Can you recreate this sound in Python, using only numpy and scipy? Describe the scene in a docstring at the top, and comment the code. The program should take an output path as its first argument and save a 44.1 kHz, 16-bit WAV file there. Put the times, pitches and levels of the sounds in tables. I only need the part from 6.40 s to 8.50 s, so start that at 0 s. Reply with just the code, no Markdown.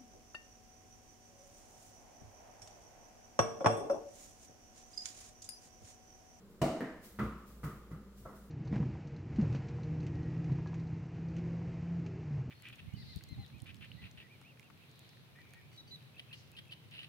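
"""A tennis ball is thrown across a quiet, slightly live room with a hard floor.
It smacks down near a plastic toy, knocks against the wall, bounces three times and bumps into
something at the far side. Each impact is a filtered pulse, heard directly and by reflection,
together with damped modes. Slips on the hard surface tick, bare feet scuff and thud softly,
and an appliance drones in the background."""
import sys
import numpy as np
from scipy import signal
from scipy.fft import rfft, irfft
from scipy.io import wavfile

SR = 44100
rng = np.random.default_rng(int(sys.argv[2]) if len(sys.argv) > 2 else 0)


def store_wav(level_fs):
    """Save 16-bit WAV to argv[1]."""
    pcm = np.round(np.clip(np.atleast_2d(level_fs), -1, 1) * 32767)
    wavfile.write(sys.argv[1], SR, pcm.T.astype(np.int16))


N = 92610
T = np.arange(N) / SR
HZ = np.maximum(np.arange(N + 1) * SR / (2 * N), 1)

# Spectra of the contacts and of the air noise: f/Hz, level/dB
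SMACK_SPECTRUM = [(25, -3), (60, 20), (100, 9.5), (150, 15), (320, 19.5), (490, 10.5), (680, 21.5),
                  (880, 7), (1200, 7), (1600, -3.5), (2200, -0.5), (2600, -8.5), (2950, -2), (3300, -14.5),
                  (3900, -9), (8600, -13.5), (10500, -21), (15500, -22)]
WALL_SPECTRUM = [(60, -27), (140, 7), (260, 10.5), (520, 7.5), (850, -3), (1400, -5.5), (1850, 0),
                 (2500, -16.5), (3500, -24.5), (9000, -36), (15000, -38)]
BUMP_SPECTRUM = [(50, -22), (150, -4.5), (420, -6.5), (660, -4), (850, -11), (1300, -3), (1600, -17.5),
                 (2000, -20.5), (2500, -40), (12000, -49)]
BOUNCE_SPECTRUM = [(35, -7), (110, 13), (330, 8.5), (480, 2.5), (780, -4.5), (1000, 0.5), (1220, 9.5),
                   (1380, 6.5), (1600, -2), (2000, -3.5), (2500, -11.5), (3300, -16.5), (5000, -23),
                   (15000, -31)]
TICK_SPECTRUM = [(1000, -5), (5000, -1), (9000, -5), (15000, 8)]
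SCUFF_SPECTRUM = [(400, 0), (1800, 2), (3000, 0), (8000, 2.5), (11000, 3), (15500, 4.5)]
AIR_SPECTRUM = [(25, -8), (70, -11), (115, -9.5), (200, -2.5), (300, -14), (430, -8), (700, -23.5),
                (1250, -23.5), (2400, -34), (4000, -36.5), (6900, -39), (7350, -34), (7800, -41),
                (15500, -40.5)]
# Modes excited by each impact: f/Hz, level/dB, T60/s
SMACK_RESONANCES = [(60.6, -37.5, 0.35), (145.6, -27.5, 0.27), (162, -40, 0.59), (248.3, -35, 0.63),
                    (306, -33, 0.33), (325.7, -35, 0.71), (479, -49.5, 1), (561, -40, 0.63),
                    (642, -35, 0.69), (775, -49, 0.55), (2342, -72, 0.38), (2923, -56, .3)]
WALL_RESONANCES = [(199, -40.5, 0.24), (252.7, -33.5, 0.25), (309, -44.5, 0.28), (1800, -45, 0.13)]
BUMP_RESONANCES = [(56.9, -47, 0.5), (153, -53.5, 0.32), (201.4, -50, 0.25), (530, -51.5, 0.22),
                   (670, -36, 0.043), (1320, -43, 0.05)]
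BOUNCE_RESONANCES = [(65.8, -48, .6), (123.3, -32.5, 0.27), (352.6, -55.5, 0.9), (446, -46.5, 0.46),
                     (1220, -52, 0.66), (1253, -47.5, 0.37), (1325, -47, 0.28), (2010, -49, .3)]
HEEL_RESONANCES = [(60.3, -1, 0.71), (111, -2.5, 0.24)]
# Bounces: t/s, level/dB, tilt/(dB/octave), thump f/Hz, thump level/dB, thump T60/s, right-ear lag/ms
LANDINGS = [(.7890, 1.5, -1.5, 213.1, -26.5, 0.36, -.07), (1.2330, -6, -1.5, 147, -19.5, 0.13, -.09),
            (1.511, -16, -3, 160, -28, 0.15, -.11)]
# Slips of felt or skin: t/s, level/dB
SLIPS = [(.2230, -40), (.4075, -45), (.7905, -50), (.8025, -48), (.8285, -55), (1.2435, -50), (1.2485, -39)]
# Soles brushing the floor: t/s, level/dB, rise/s, T60/s
SOLE_SCUFFS = [(.06, -72, .04, .7), (0.594, -55, .055, 0.65), (.80, -64, 0.035, 0.6),
               (.95, -72.5, 0.036, 0.72), (1.036, -62.5, 0.043, 1), (1.219, -56, 0.023, 0.64),
               (1.495, -66.5, 0.024, 0.29), (1.735, -63, 0.048, 0.82), (1.85, -70.5, .04, 1),
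               (1.92, -65, .04, 0.98)]
# Heels loading the floor: t/s, level/dB
HEEL_STRIKES = [(0.501, -60), (0.834, -40.5), (1.079, -54.5), (1.80, -51)]
# Appliance drones: f/Hz, bandwidth/Hz, level/dB
DRONE_BANDS = [(58.13, 1.6, -60), (201.8, 10.6, -61)]
# Stereo width of echoes and of air noise: f/Hz, side level re mid/dB
ROOM_SPREAD = [(60, -31), (130, -20.5), (290, -21), (640, -9.5), (1410, -7.5), (3100, 1), (6820, -3),
               (15000, 1)]
AIR_SPREAD = [(60, -1), (130, -15.5), (290, -22), (640, -7.5), (1410, -5), (3100, 2), (6820, 0.5),
              (15000, 0.5)]
# Reverberation time of the room: f/Hz, T60/s
REVERB_TIMES = [(60, 0.15), (200, 0.59), (600, 0.62), (1400, 0.75), (3000, 0.79), (8000, 0.61),
                (15000, 0.38)]


def ball_knocks():
    """Impact excitation: the hard smack, the knock on the wall and the last dull bump."""
    smack = impact(0.216, SMACK_SPECTRUM, SMACK_RESONANCES, direct_db=-17.5, rise_s=0.0019, lag_ms=0)
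    wall = impact(0.4075, WALL_SPECTRUM, WALL_RESONANCES, direct_db=-7, rise_s=0.0048, lag_ms=0.02)
    bump = impact(1.853, BUMP_SPECTRUM, BUMP_RESONANCES, direct_db=-17, rise_s=0.004, lag_ms=-0.11)
    return smack + wall + bump


def ball_bounces():
    """Resonance: the hollow ball pops, and each landing spot swells a low thump of its own."""
    out = 0
    for start, db, tilt_db, thump_hz, thump_db, t60, lag_ms in LANDINGS:
        pop = impact(start, BOUNCE_SPECTRUM, BOUNCE_RESONANCES, direct_db=-13.5, rise_s=0.005,
                     lag_ms=lag_ms, level_db=db, tilt_db=tilt_db)
        thump = damped_modes([(thump_hz, thump_db, t60)], rise_s=0.022)
        out += pop + delay(thump, start)
    return out


def impact(start, spectrum, modes, direct_db, rise_s, lag_ms, level_db=1, tilt_db=0):
    """Superposition of direct pulse (right ear late by lag_ms), reflections and modes."""
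    direct = np.zeros((2, N))
    for ear, late_ms in enumerate((max(-lag_ms, 0), max(lag_ms, 0))):
        direct[ear, round(late_ms * SR / 1000)] = from_db(direct_db)
    pulse = shape(direct + reverberation(rise_s), spectrum, tilt_db)
    return from_db(level_db) * delay(pulse + damped_modes(modes, rise_s), start)


def damped_modes(modes, rise_s, ear_lag_s=0.000078):
    """Standing waves build up and decay exponentially, their phase differing between the ears."""
    build = 1 - np.exp(-(T / rise_s) ** 2)
    ears = ear_lag_s / 2 * np.array([[1], [-1]])
    return build * sum(from_db(db) * decay(T, t60) * np.sin(2 * np.pi * hz * (T + ears * (-1) ** k))
                       for k, (hz, db, t60) in enumerate(modes))


def reverberation(rise_s, bands=22):
    """Absorption: after strong early reflections, each band of the echo dies at its own rate."""
    noise = rfft(diffuse_noise(ROOM_SPREAD))
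    centres = np.geomspace(60, 16000, bands)
    early = from_db(0.5) * decay(T, t60=0.037)
    onset = np.minimum(T / rise_s, 1) ** 2 * (1 + early)
    out = 0
    for hz, selector in zip(centres, np.eye(bands)):
        share = np.interp(np.log(HZ[::2]), np.log(centres), selector)
        band = irfft(noise * share) * onset * decay(T, at_hz(REVERB_TIMES, hz))
        energy = np.sum(band.mean(axis=0) ** 2)
        out += band * np.sqrt(np.mean(share ** 2) / energy)
    return out


def slip_ticks():
    """Friction: felt or skin slips on a hard surface in brief, bright bursts of noise."""
    burst = decay(T, t60=0.0067)
    return sum(from_db(db) * delay(burst * shaped_noise(ROOM_SPREAD, TICK_SPECTRUM), start)
               for start, db in SLIPS)


def sole_scuffs():
    """Friction noise of bare soles swells and fades; incoherent scuffs add in power."""
    power = 0
    for start, db, rise, t60 in SOLE_SCUFFS:
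        swell = np.clip((T - start) / rise, 0, 1) ** 2
        fade = decay(np.maximum(T - start - rise, 0), t60)
        power += (from_db(db) * swell * fade) ** 2
    return np.sqrt(power) * shaped_noise(AIR_SPREAD, SCUFF_SPECTRUM)


def heel_thuds():
    """Sudden loading by a heel excites the low modes of the floor."""
    thud = damped_modes(HEEL_RESONANCES, rise_s=0.0034)
    return sum(from_db(db) * delay(thud, start) for start, db in HEEL_STRIKES)


def appliance_drone():
    """Narrow-band noise: neighbouring frequencies beat, so the two low drones waver."""
    out = 0
    for hz, bandwidth, db in DRONE_BANDS:
        band = rfft(rng.standard_normal(2 * N)) / (1 + (2 * (HZ - hz) / bandwidth) ** 2)
        out += from_db(db) * rms_one(irfft(band)[:N])
    return out


def air_noise():
    """Stationary broadband noise, strongest in the bass."""
    return from_db(-59.5) * shaped_noise(AIR_SPREAD, AIR_SPECTRUM)


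def shaped_noise(spread, spectrum):
    """Diffuse noise filtered to a spectrum, at unit power."""
    return rms_one(shape(diffuse_noise(spread), spectrum))


def diffuse_noise(spread):
    """A diffuse field: the two ears are least coherent in the treble."""
    mid, side = rng.standard_normal((2, N))
    return mid + shape(side, spread) * np.array([[1], [-1]])


def shape(x, spectrum, tilt_db=0):
    """Minimum-phase (causal) filtering, tilted by tilt_db per octave about 1 kHz."""
    gain = from_db(at_hz(spectrum, HZ) + tilt_db * np.log2(HZ / 1000))
    cepstrum = irfft(np.log(gain))
    response = np.exp(rfft(2 * cepstrum[:N], 2 * N) - cepstrum[0])
    return irfft(rfft(x, 2 * N) * response)[..., :N]


def decay(t, t60):
    """Exponential damping by 60 dB in t60 seconds."""
    return np.exp(-np.log(1000) * t / t60)


def delay(x, seconds):
    """Translation in time."""
    silence = np.zeros(x.shape[:-1] + (int(seconds * SR),))
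    return np.concatenate([silence, x], axis=-1)[..., :N]


def at_hz(points, hz):
    """Interpolation on a log-frequency axis."""
    f, value = np.transpose(points)
    return np.interp(np.log(hz), np.log(f), value)


def from_db(db):
    """Amplitude ratio of a level."""
    return 10 ** (np.asarray(db) / 20)


def rms_one(x):
    """Normalisation to unit power."""
    return x / np.sqrt(np.mean(x ** 2) + 1e-20)


def scene():
    """Linear superposition of ball, feet and background."""
    return (ball_knocks() + ball_bounces() + slip_ticks() + sole_scuffs() + heel_thuds()
            + appliance_drone() + air_noise())


def record(dry):
    """Band limiting: an elliptic low-pass cuts the highest treble steeply."""
    cutoff_hz = 15900
    return signal.sosfilt(signal.ellip(10, .1, 80, cutoff_hz, fs=SR, output="sos"), dry)


dry = scene()
out = record(dry)
store_wav(out)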